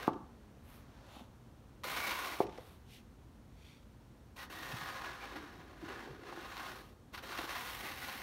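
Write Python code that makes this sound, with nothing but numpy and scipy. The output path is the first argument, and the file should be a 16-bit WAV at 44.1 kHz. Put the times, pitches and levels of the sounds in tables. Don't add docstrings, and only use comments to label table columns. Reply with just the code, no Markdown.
import sys
import numpy as np
from scipy import signal
from scipy.fft import rfft, irfft
from scipy.io import wavfile

SR = 44100
rng = np.random.default_rng(int(sys.argv[2]) if len(sys.argv) > 2 else 0)


def dump_mix(stems):
    frames = np.atleast_2d(stems).T
    limited = np.clip(frames, -1, 1)
    pcm = np.round(limited * 32767).astype(np.int16)
    wavfile.write(sys.argv[1], SR, pcm)


N = 362502
T = np.arange(N) / SR
HZ = np.fft.rfftfreq(N, 1 / SR)


def amp(db):
    return 10 ** (np.asarray(db) / 20)


def unit(x):
    return x / np.sqrt(np.mean(x ** 2) + 1e-20)


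def curve(points, hz):
    freqs, values = np.transpose(points)
    return np.interp(np.log(hz + 1), np.log(freqs), values)


def add(mix, start_s, sound):
    part = mix[max(round(start_s * SR), 0):][:len(sound)]
    part += sound[:len(part)]


def colour(x, gain):
    cepstrum = irfft(np.log(np.maximum(gain / gain.max(), amp(-100))), N)
    cepstrum[1:N // 2] *= 2
    cepstrum[N // 2 + 1:] = 0
    response = irfft(np.exp(rfft(cepstrum)), N)[:SR // 5]
    return signal.oaconvolve(x, response)[:N]


def band(lo_hz, hi_hz, order=6):
    return ((1 + (lo_hz / (HZ + 1)) ** (2 * order)) * (1 + (HZ / hi_hz) ** (2 * order))) ** -.5


def noise(gain):
    return unit(irfft(rfft(rng.standard_normal(N)) * gain, N))


def wander(rate_hz):
    return noise(band(rate_hz / 10, rate_hz, order=2))


def grains(per_s, spread_db):
    size = amp(spread_db * np.minimum(rng.exponential(1, N), 5))
    return unit(size * rng.choice([-1, 1], N) * (rng.random(N) < per_s / SR))


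# frequency in Hz, relative level in dB.
TOWN_SPECTRUM = [(15, -31), (25, -9), (79, -6), (178, -13.5), (215, -9.5), (349, -16.5), (433, -19.5),
                 (482, -19.5), (523, -19.5), (648, -23), (895, -23.5), (1530, -29.5), (2230, -35),
                 (5730, -41.5), (15500, -49.5)]
# time in seconds, gain in dB.
WASH_DRIFT = [(0, 0), (1.2, -1), (3.2, -2.5), (4.2, -2.5), (7, -3), (8.2, 4)]
# pitch in Hz, width in Hz, level in dB.
ENGINE_HUM = [(54.6, 16, -65.5), (121.3, 15, -69.5)]

def town():
    traffic = noise(amp(curve(TOWN_SPECTRUM, HZ)) * band(46.4, 20000, order=4))
    wash = irfft(rfft(traffic) * band(320, 2700, order=2), N)
    drift = amp(np.interp(T, *np.transpose(WASH_DRIFT)))
    engine = sum(amp(db) * noise(1 / (1 + (2 * (HZ - hz) / width) ** 2)) for hz, width, db in ENGINE_HUM)
    return amp(-58) * (traffic + (drift - 1) * wash) + engine


# frequency in Hz, t60 in seconds.
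YARD_DECAY = [(150, 0.67), (400, 0.34), (1000, 0.52), (1400, 0.41), (2200, 0.18), (6000, 0.45),
              (15000, 0.09)]

def scatter():
    taps = rng.standard_normal(SR) * (rng.random(SR) < 3000 / SR)
    fade_in = np.clip(T[:SR] / 0.013, 0, 1)
    hz, age, spectra = signal.stft(taps * fade_in, SR, nperseg=256)
    decay = amp(-60 * age / curve(YARD_DECAY, hz)[:, None])
    tail = signal.istft(spectra * decay, SR, nperseg=256)[1][:SR]
    return tail / np.linalg.norm(tail)


# delay in seconds, relative level in dB.
SLAPS = [(.0095, -23.5), (0.027, -29)]

def yard(x, echo_db, tail_db):
    wet, angle = np.zeros(N), 2 * np.pi * 0.595 * T
    for crossfade in (np.cos(angle), np.sin(angle)):
        wet += amp(tail_db) * signal.oaconvolve(x * crossfade, scatter())[:N]
    for delay, db in SLAPS:
        add(wet, delay, amp(db + echo_db) * x)
    return x + signal.sosfilt(signal.butter(1, 3500, fs=SR, output="sos"), wet)


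# frequency in Hz, relative level in dB.
SWISH_SPECTRUM = [(300, 7.5), (1000, 4), (3600, -3), (7000, -14.5), (15600, -34.5)]
# centre in seconds, half length in seconds, level in dB,
# top-end sparkle in dB, low cut in Hz, ground echo lag in ms, echo share from 0 to 1.
SWISH_CUES = [(0.73, 0.047, -63, 25.5, 600, 0.028, 0), (1.034, 0.12, -65, 3, 500, 0.17, 0.35),
              (1.16, 0.043, -61.5, 16, 750, 0.28, 0.6), (2.555, 0.033, -62.5, 3, 800, 0.35, 0.04),
              (2.678, 0.058, -63.5, 20.5, 610, 0.23, 0.26), (2.944, 0.032, -59.5, 14, 2270, 0.37, 0.1),
              (3.688, 0.062, -64, 8, 2080, 0.87, 0.5)]

def swishes():
    out, fine = np.zeros(N), rfft(grains(per_s=12000, spread_db=3.5))
    for centre, half, db, sparkle_db, low_cut_hz, lag_ms, share in SWISH_CUES:
        comb = 1 + share * band(1, 7000, order=1) * np.exp(-2j * np.pi * HZ * lag_ms / 1000)
        tone = amp(curve(SWISH_SPECTRUM, HZ) + sparkle_db * band(10000, 20000))
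        tone *= band(low_cut_hz, 20000, order=4)
        swell = np.exp(-((T - centre) / half / 1.73) ** 2)
        out += amp(db) * swell * unit(irfft(fine * tone * comb, N))
    return out


def bursts(cues, tone, rise_s, decay_s):
    t, envelope = T[:SR // 4], np.zeros(N)
    shape = (1 - np.exp(-t / rise_s)) * np.exp(-t / decay_s)
    for time, db in cues:
        add(envelope, time - rise_s, amp(db) * shape / shape.max())
    return envelope * unit(colour(grains(per_s=9000, spread_db=4), tone))


# time in seconds, relative level in dB.
BOOT_CUES = [(4.70, -52), (4.745, -48), (4.825, -48.5), (5.6, -55), (5.775, -59), (5.84, -48), (6.115, -49)]

def boots():
    return amp(-3) * bursts(BOOT_CUES, band(117, 145, order=3), rise_s=0.014, decay_s=0.016)


# time in seconds, relative level in dB.
CHIP_CUES = [(0.132, -44.5), (2.4675, -42), (2.4942, -47), (2.5252, -54), (2.577, -42.5), (3.8277, -56.5)]

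def chips():
    return amp(-4) * bursts(CHIP_CUES, amp(curve(SWISH_SPECTRUM, HZ)), rise_s=0.00061, decay_s=0.0047)


# centre in seconds, half length in seconds, pitch in Hz, level in dB.
GROAN_CUES = [(4.56, 0.13, 299.7, -61), (4.95, .18, 312.6, -63.5), (5.385, 0.065, 315, -53.5),
              (5.7, 0.29, 345, -63.5), (6.18, 0.26, 373, -56.5)]

def groans():
    out = np.zeros(N)
    swing = wander(rate_hz=21) + 1j * wander(rate_hz=81)
    for centre, half, hz, db in GROAN_CUES:
        ring = (swing * np.exp(2j * np.pi * hz * T)).real
        out += amp(db) * np.exp(-((T - centre) / half) ** 4) * ring
    return out


# centre in seconds, rough half length in seconds, pitch in Hz, level in dB.
SKID_CUES = [(0.042, 0.018, 1560, -56), (2.028, 0.09, 2250, -50), (2.14, 0.14, 1058, -49.5),
             (1.854, 0.017, 521, -55), (2.12, 0.11, 1460, -55), (4.411, 0.027, 1965, -54),
             (4.72, 0.16, 1864, -55.5), (5.017, 0.082, 1057, -55), (5.226, 0.023, 2310, -55.5),
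             (5.954, 0.054, 1688, -58), (6.577, 0.061, 1052, -56), (6.66, .05, 1536, -60),
             (7.33, 0.043, 1223, -54), (8.02, 0.21, 790, -60)]

def skids():
    out = np.zeros(N)
    swing = wander(rate_hz=66) + 1j * wander(rate_hz=49)
    for centre, half, hz, db in SKID_CUES:
        ring = (np.roll(swing, rng.integers(N)) * np.exp(2j * np.pi * hz * T)).real
        out += amp(db) * np.exp(-((T - centre) / half / 1.2) ** 4) * ring
    return out


# frequency in Hz, relative level in dB.
GRIND_SPECTRUM = [(130, -28), (200, -4.5), (340, 6), (590, -7), (1000, -0.5), (1230, -0.5), (1335, -4),
                  (1440, 0.5), (2250, -3.5), (2900, -6.5), (4400, -8.5), (7600, -18.5), (12000, -11.5),
                  (15600, -14.5)]
# pitch in Hz, t60 in seconds, relative level when struck in dB,
# boost or cut when rubbed in dB.
SCOOP_MODES = [(320, 0.029, -57, -3.5), (435, 0.074, -15, -5), (528, 0.089, -13.5, 4.5),
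               (604, 0.04, -10.5, 3), (725, 0.042, -6, 6), (799, 0.074, -9.5, 8), (878, 0.058, -4, -1),
               (1009, 0.042, -7, 5), (1078, 0.077, -14, 5), (1143, 0.058, -8.5, 5), (1246, 0.11, -21, 8.5),
               (1434, 0.034, -16, 5), (1898, 0.065, -36, 1.5), (2220, 0.14, -26, -4.5),
               (2720, 0.068, -28, 6.5), (3800, 0.044, -30, 4), (4680, 0.06, -32, -2)]

def rubbed_scoop():
    modes_db = sum(db / (1 + ((HZ - hz) * t60) ** 2) for hz, t60, _, db in SCOOP_MODES)
    return amp(curve(GRIND_SPECTRUM, HZ) + modes_db)


def struck_scoop(t):
    ring = sum(amp(db - 60 * t / t60) * np.sin(2 * np.pi * hz * t) for hz, t60, db, _ in SCOOP_MODES)
    choke = amp(-11.5) + np.exp(-t / 0.0076) * (1 - np.exp(-t / 0.0012))
    return ring * choke


# start in seconds, clatter
# gain in dB, hardness as a cut-off in Hz, thump gain in dB, thump pitch in Hz, thump t60 in seconds.
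KNOCK_CUES = [(0.079, -16, 1470, -6, 334, 0.013), (1.167, -42.5, 900, -35.5, 254, 0.026),
              (1.209, -43, 850, -43, 233, 0.089), (2.404, -12, 744, -20, 387, 0.041),
              (2.584, -34, 643, -35.5, 480, 0.031), (5.36, -42, 1290, -41, 300, 0.11),
              (5.826, -56, 700, -35.5, 330, 0.077), (5.835, -47, 700, -39, 292.7, 0.044),
              (6.075, -36, 700, -40.5, 370, .06), (6.326, -37, 1696, -39, 355, 0.048),
              (6.375, -37, 900, -37, 345, 0.045), (7.39, -34, 1300, -33.5, 333, 0.055),
              (7.438, -54, 700, -39, 335, .07)]

def knocks():
    t, out = T[:SR // 3], np.zeros(N)
    panels = struck_scoop(t)
    for start, clatter_db, hard_hz, thump_db, thump_hz, t60 in KNOCK_CUES:
        clatter = signal.sosfilt(signal.butter(3, hard_hz, fs=SR, output="sos"), panels)
        contact = np.exp(-t / 0.0023)
        crack = amp(-37) * rng.standard_normal(len(t)) * contact
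        thump = amp(thump_db - 60 * t / t60) * np.sin(2 * np.pi * thump_hz * t) * (1 - contact)
        add(out, start, amp(clatter_db) * (clatter + crack) + thump)
    return signal.sosfilt(signal.butter(3, 120, "high", fs=SR, output="sos"), out)


# time in seconds, relative level in dB.
CATCH_CUES = [(1.8393, -34.5), (1.9669, -38), (2.097, -37), (2.11, -36), (2.122, -38), (4.392, -49),
              (4.771, -41), (4.8155, -39.5), (5.3613, -42), (6.5694, -40), (7.1448, -38), (7.1786, -39.5),
              (7.377, -36.5), (7.3886, -41.5), (7.4385, -41), (7.502, -41), (7.5577, -34.5),
              (7.6914, -40.5), (7.9165, -39), (8.029, -42.5), (8.088, -36)]

def catches():
    tone = rubbed_scoop() * (band(710, 5100, order=3) + amp(-10.5) * band(3600, 17000))
    return amp(-6.5) * bursts(CATCH_CUES, tone, rise_s=0.0047, decay_s=0.013)


# start, length and bite time in seconds, crest as a share of the
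# length, relative grind level at the crest in dB, effort's swell before and easing after it in dB,
# relative judder level in dB, the bent edge's pitch and width in Hz, its boost or cut in dB.
PUSHES = [ (0.0, 0.083, .002, 0.6, -47, 0, 4, -51.5, 2600, 900, 2.5),
          (1.842, 0.59, 0.0022, 0.37, -40, 4, 11.5, -51.5, 2240, 210, 6.5),
          (4.364, 0.085, .003, .6, -48.5, 4.5, 2, -72, 2060, 300, -3),
          (4.5, 1.305, .0015, 0.36, -45.5, 4, 20.5, -56.5, 1680, 50, 7),
          (5.817, .43, 0.023, 0.36, -48.5, 4.5, 21, -52.5, 1660, 60, 4),
          (6.263, 0.67, 0.039, 0.59, -46.5, 6.5, 30, -54.5, 1680, 80, 3),
          (7.138, 0.065, 0.0054, 0.15, -51, -5, 10, -54, 1300, 460, 0),
          (7.226, 0.26, .003, 0.5, -43, 9.5, 5, -51, 1250, 470, 1),
          (7.494, 0.324, .004, 0, -44, -2, 5, -55, 2010, 470, 4.5),
          (7.83, 0.41, .01, .55, -49, 0.5, 0, -60, 2010, 470, 7.5), ]

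def pushed(grit, levels_db, follows):
    out = np.zeros(N)
    for level_db, push in zip(levels_db, PUSHES):
        start, length, bite_s, crest, _, swell_db, ease_db, _, edge_hz, width_hz, edge_db = push
        progress = np.clip((T - start) / length, 0, 1)
        crest = np.clip(crest, .05, .95)
        before = np.maximum(1 - progress / crest, 0)
        after = np.maximum((progress - crest) / (1 - crest), 0)
        effort_db = -swell_db * before ** 1.13 - ease_db * after ** 1.52
        bite = np.exp(np.minimum(T - start, 0) / bite_s)
        lift_off = np.exp(-np.maximum(T - start - length, 0) / 0.012)
        edge = signal.lfilter(*signal.iirpeak(edge_hz, edge_hz / width_hz, SR), grit)
        texture = unit(grit + (amp(edge_db) - 1) * edge)
        stroke = amp(level_db + follows * effort_db) * lift_off * texture
        out = (1 - bite) * out + bite * stroke
    return out


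# time in seconds, loss in the fizz in dB.
CAR_SHADE = [(0, 6), (1.85, -1), (2.3, 0), (4.45, 1.5), (4.8, 2.5), (5.08, 10.5), (6.2, 12), (6.65, 4.5),
             (6.9, 0), (7.38, 5), (7.7, -3), (8.2, -3)]

def scraping():
    scoop, slips, lumps = rubbed_scoop(), wander(rate_hz=54), wander(rate_hz=9.8)
    crushing = grains(per_s=14000, spread_db=2.5)
    snapping = grains(per_s=1500, spread_db=0.5)
    grind_db, judder_db = [row[4] for row in PUSHES], [row[7] for row in PUSHES]
    shade_db = np.interp(T, *np.transpose(CAR_SHADE))

    def grit(lo_hz, hi_hz, slip_db, lump_db, snap):
        force = (crushing + snap * snapping) * amp(slip_db * slips + lump_db * lumps)
        return colour(force, scoop * band(lo_hz, hi_hz))

    judder = pushed(grit(163, 610, slip_db=0.5, lump_db=2.6, snap=0.35), judder_db, follows=0.32)
    grind = pushed(grit(527, 2315, slip_db=1.9, lump_db=1.05, snap=0.4), grind_db, follows=0.91)
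    crunch = pushed(grit(2643, 7640, slip_db=1.26, lump_db=0.94, snap=0.6), grind_db, follows=0.85)
    fizz = pushed(grit(8150, 19100, slip_db=1.0, lump_db=0.6, snap=0.68), grind_db, follows=0.81)
    crunch *= amp(-6 - 0.43 * shade_db)
    fizz *= amp(-11 - shade_db)
    return amp(-4.5) * judder + amp(-2.5) * grind + crunch + fizz


def scene():
    strokes = scraping() + groans() + skids() + catches() + chips()
    shovel = yard(strokes, echo_db=-10, tail_db=-10.5) + yard(knocks(), echo_db=-7.5, tail_db=-12.5)
    return (shovel + boots() + swishes() + town())[None]


# centre in Hz, width in Hz, gain in dB.
PORT_NOTCHES = [(4900, 240, -5.5), (7620, 1650, -2), (10440, 690, -4)]

def record(dry):
    notches_db = sum(db / (1 + (2 * (HZ - hz) / width) ** 4) for hz, width, db in PORT_NOTCHES)
    heard = colour(dry[0], amp(notches_db))
    low_pass = signal.firwin(1023, cutoff=15780, window=("kaiser", 9), fs=SR)
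    return signal.oaconvolve(heard, low_pass, "same")[None]


dry = scene()
out = record(dry)
dump_mix(out)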